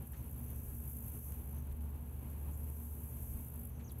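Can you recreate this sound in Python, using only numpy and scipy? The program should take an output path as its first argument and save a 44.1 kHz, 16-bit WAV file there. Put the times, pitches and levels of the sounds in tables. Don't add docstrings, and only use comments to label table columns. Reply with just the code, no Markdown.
import sys
import numpy as np
from scipy import signal
from scipy.fft import rfft, irfft
from scipy.io import wavfile

SR = 44100
rng = np.random.default_rng(int(sys.argv[2]) if len(sys.argv) > 2 else 0)


def to_wav(sig):
    pcm = np.clip(np.atleast_2d(sig), -1, 1) * 32767
    pcm = np.round(pcm).astype(np.int16)
    wavfile.write(sys.argv[1], SR, pcm.T)


N = 176400
T = np.arange(N) / SR


def undb(db):
    return 10 ** (np.asarray(db) / 20)


def unit(x):
    return x / np.sqrt(np.mean(x ** 2))


def colour(x, points):
    hz, db = np.array(points).T
    f = np.maximum(np.arange(N // 2 + 1) * SR / N, 1)
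    gain = unit(undb(np.interp(np.log(f), np.log(hz), db)))
    return irfft(rfft(x) * gain, N)


def noise(points):
    return colour(rng.standard_normal(N), points)


def walk(rate):
    f = np.arange(N // 2 + 1) * SR / N
    return unit(irfft(rfft(rng.standard_normal(N)) * np.exp(-(f / rate) ** 2) * (f > 0), N))


def bumps(rows):
    return sum(undb(db) * np.exp(-.5 * np.minimum(((T - at) / width) ** 2, 100)) for at, width, db in rows)


def scatter(x, decay_s, wet_db):
    tail = rng.standard_normal(N) * np.exp(-T / decay_s)
    return x + undb(wet_db) * signal.fftconvolve(x, tail / np.sqrt(np.sum(tail ** 2)))[:N]


def air():
    # (frequency [Hz], relative level [dB])
    mid_colour = [(18, -35), (28, -25), (42, -3.5), (60, 4), (85, 2.5), (135, -0.5), (175, -9), (250, -9.5),
                  (350, -17), (600, -23.5), (950, -25), (1300, -32), (1900, -37), (2600, -35), (4000, -46),
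                  (7000, -53.5), (15000, -47.5)]
    side_colour = [(30, -17.5), (100, -10), (200, 11), (450, 13.5), (900, 11), (1300, 2.5), (1800, -4.5),
                   (2600, -58), (4000, -25), (6000, -18), (8000, -8), (15000, -39)]
    # (time [s], level [dB])
    level = [(0, -48.5), (.8, -50), (1.3, -49.5), (1.6, -49), (2.2, -49.5), (2.7, -49.5), (3.4, -49),
             (4, -50)]
    mid = noise(mid_colour) * undb(np.interp(T, *np.array(level).T) + 1.31 * walk(10.4))
    side = noise(side_colour) * undb(-68 + .5 * walk(11))
    return np.array([mid + side, mid - side])


def motor():
    # (time [s], frequency [Hz], level [dB])
    drone = [(0, 70.24, -48), (.8, 71.3, -46), (1.35, 70.9, -46), (1.549, 71.9, -43.5),
             (2.35, 72.12, -44.5), (2.65, 73.66, -43), (3.1, 73.57, -48.5), (4, 73.9, -48.5)]
    # (frequency [Hz], level [dB])
    hums = [(57.5, -59), (121.4, -56.5), (143, -66), (199, -69), (232.8, -61.5), (237.8, -64.5),
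            (408, -75.5), (425.3, -74), (467.3, -74.5), (554, -80), (815, -83.5), (1440, -89.5),
            (1631, -91), (1680, -87)]
    drift, waver_db = .0019, 2
    at, hz, db = np.array(drone).T
    tone = lambda f: np.sqrt(2) * np.sin(2 * np.pi * (np.cumsum(f) / SR + rng.random()))
    out = tone(np.interp(T, at, hz)) * undb(np.interp(T, at, db))
    for hum_hz, hum_db in hums:
        hum = tone(hum_hz * (1 + drift * walk(3.37)))
        out = out + hum * undb(hum_db) * unit(undb(waver_db * walk(2.4)))
    return out


def insect_chorus():
    # (frequency [Hz], relative level [dB])
    hiss_colour = [(4000, -42), (6200, -15.5), (7400, -15), (8500, -9.5), (10000, -7), (11200, 1.5),
                   (12500, 4), (14000, -5.5), (15600, -11.5)]
    call_colour = [(4500, -41), (5850, -6.5), (6150, -4), (6450, -3), (6800, -16), (8500, -56)]
    # (time [s], level [dB])
    level = [(0, -62), (.3, -62), (.6, -57), (1.3, -55.5), (1.42, -62.5), (1.8, -65.5), (2.1, -63.5),
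             (2.6, -59), (3.3, -55.5), (3.5, -60), (3.72, -65), (4, -66)]
    # (time [s], width [s], level [dB])
    calls = [(.19, 0.042, -81), (.52, 0.099, -79.5), (1.25, 0.12, -80), (1.58, 0.046, -79),
             (3.761, 0.049, -79.5)]
    hiss = noise(hiss_colour) * undb(np.interp(T, *np.array(level).T) + 1.2 * walk(31))
    return hiss + noise(call_colour) * bumps(calls)


def wing_rasp():
    # (frequency [Hz], relative level [dB])
    wing = [(4000, -64), (6000, -31), (7500, -21), (9000, -12.5), (10200, -15), (10900, 1), (11700, 2.5),
            (12800, -1.5), (13700, -2.5), (15600, -12)]
    tooth_hz, tooth_share = 2625, .79
    teeth_passed = np.cumsum(tooth_hz * np.exp(.2 * walk(300))) / SR
    clicks = unit(np.diff(np.floor(teeth_passed), prepend=0))
    return colour(np.sqrt(tooth_share) * clicks + np.sqrt(1 - tooth_share) * rng.standard_normal(N), wing)


def katydids():
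    # (time [s], level [dB])
    ticks = [(.024, -53.5), (0.074, -53), (.123, -52.5), (.391, -54), (.443, -53), (.505, -51), (.561, -53),
             (1.671, -57), (1.725, -55.5), (1.77, -58.5), (1.82, -60), (2.232, -57), (2.301, -61),
             (2.575, -55), (2.643, -54), (2.701, -56), (2.763, -55), (3.921, -52), (3.988, -53)]
    # (singer, start [s], middle [s], end [s], start level [dB], middle level [dB], end level [dB])
    buzzes = [("quick", 0.17, .45, 1.6, -62, -60, -63), ("slow", .7207, 0.93, 1.4, -63, -53, -62),
              ("slow", 1.335, 1.35, 1.685, -56, -61, -64.5), ("quick", 1.8, 2.96, 3.2, -67.5, -65, -59),
              ("slow", 2.791, 3.2, 3.73, -64, -61, -56)]
    stroke_hz = {"quick": 59.3, "slow": 54.0}
    tick_s, stroke_s, jitter_s, attack_s, release_s = .0033, .0032, .0004, .005, .07
    out = wing_rasp() * bumps((at, tick_s, db) for at, db in ticks)
    for singer, start, middle, end, *levels_db in buzzes:
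        rate = stroke_hz[singer]
        lag = .8 * np.exp(np.minimum(T - end, 0) / .035)
        strokes = (T - start + jitter_s * walk(20)) * rate - lag
        from_peak_s = (strokes % 1 - .5) / rate
        pulses = unit(np.exp(-.5 * (from_peak_s / stroke_s) ** 2) * undb(1.5 * walk(35)))
        gate = np.clip(np.minimum((T - start) / attack_s, (end - T) / release_s), 0, 1)
        out = out + wing_rasp() * pulses * gate * undb(np.interp(T, [start, middle, end], levels_db))
    return scatter(out, decay_s=.02, wet_db=-9)


def reeds():
    # (time [s], decay [s], level [dB])
    rustles = [(.13, 0.038, -61.5), (1.317, 0.036, -70), (1.437, 0.011, -69), (1.672, 0.013, -71),
               (1.71, 0.0093, -64), (1.805, .02, -70), (2.329, 0.0097, -67), (3.793, 0.021, -61)]
    # (frequency [Hz], relative level [dB])
    spectrum = [(300, -35), (1200, 26), (2300, 24.5), (4500, 14), (8000, 17), (15000, -36)]
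    attack_s = .004
    envelope = sum(undb(db) * np.clip((T - at) / attack_s, 0, 1) * np.exp(-np.abs(T - at) / decay_s)
                   for at, decay_s, db in rustles)
    grains = unit(rng.standard_normal(N) * undb(3.7 * walk(310)))
    return envelope * colour(grains, spectrum)


def far_swells():
    # (time [s], width [s], level [dB])
    swells = [(.17, 0.057, -70), (1.32, 0.043, -69), (1.56, 0.045, -69), (1.92, 0.16, -69),
              (2.5, .16, -69.5), (2.95, 0.19, -72.5), (3.87, .06, -67)]
    # (frequency [Hz], relative level [dB])
    spectrum = [(300, -13), (520, -6), (700, -5), (900, 9), (1250, -10), (1700, -20), (2400, -52)]
    return np.array([noise(spectrum), noise(spectrum)]) * bumps(swells)


def wind_puffs():
    # (time [s], width [s], level [dB])
    puffs = [(0.686, 0.06, -52), (1.701, 0.066, -52), (2.63, 0.044, -48), (3.35, 0.042, -49)]
    return noise([(15, -43), (30, 14), (50, 21), (110, -29), (500, -62)]) * bumps(puffs)


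def stem_snap():
    # (time [s], level [dB])
    snaps = [(1.321, -51)]
    decay_s = .0025
    envelope = sum(undb(db) * (T > at) * np.exp(-np.abs(T - at) / decay_s) for at, db in snaps)
    return envelope * noise([(1000, -26), (4000, -15), (7000, -2), (13000, 0), (15500, -5)])


def bird():
    # (time [s], frequency [Hz], level [dB])
    glides = [
        [(2.532, 6600, -78), (2.54, 7200, -64), (2.548, 7400, -69), (2.553, 7550, -86)],
        [(3.841, 6700, -71), (3.848, 6250, -66), (3.862, 6500, -72), (3.872, 6400, -65), (3.883, 5750, -61),
         (3.891, 5336, -70), (3.898, 4520, -64), (3.904, 3780, -77), (3.909, 3380, -67), (3.915, 3250, -73)],
        [(3.92, 10000, -73), (3.925, 8600, -67), (3.93, 8450, -77)],
    ]
    warble, flutter_hz, octave_db = .045, 450, -5
    out = 0
    for glide in glides:
        at, hz, db = np.array(glide).T
        pitch = np.interp(T, at, hz) * (1 + warble * walk(flutter_hz))
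        phase = 2 * np.pi * np.cumsum(pitch) / SR
        voice = np.sin(phase) + undb(octave_db) * np.sin(2 * phase)
        gate = (T > at[0]) * (T < at[-1])
        out = out + voice * undb(np.interp(T, at, db) + 2.3 * walk(110)) * gate
    return scatter(out, decay_s=.025, wet_db=-8)


def scene():
    insects = katydids() + insect_chorus()
    spread = undb(-21) * (scatter(insects, decay_s=.0035, wet_db=0) - insects)
    background = air() + wind_puffs() + far_swells() + motor()
    return background + reeds() + stem_snap() + bird() + insects + np.array([spread, -spread])


def record(dry):
    notch_hz, top_hz = 5030, 15650
    dipped = signal.lfilter(*signal.iirnotch(notch_hz, Q=12, fs=SR), dry)
    return signal.sosfilt(signal.ellip(10, .2, 80, top_hz, fs=SR, output="sos"), dipped)


dry = scene()
out = record(dry)
to_wav(out)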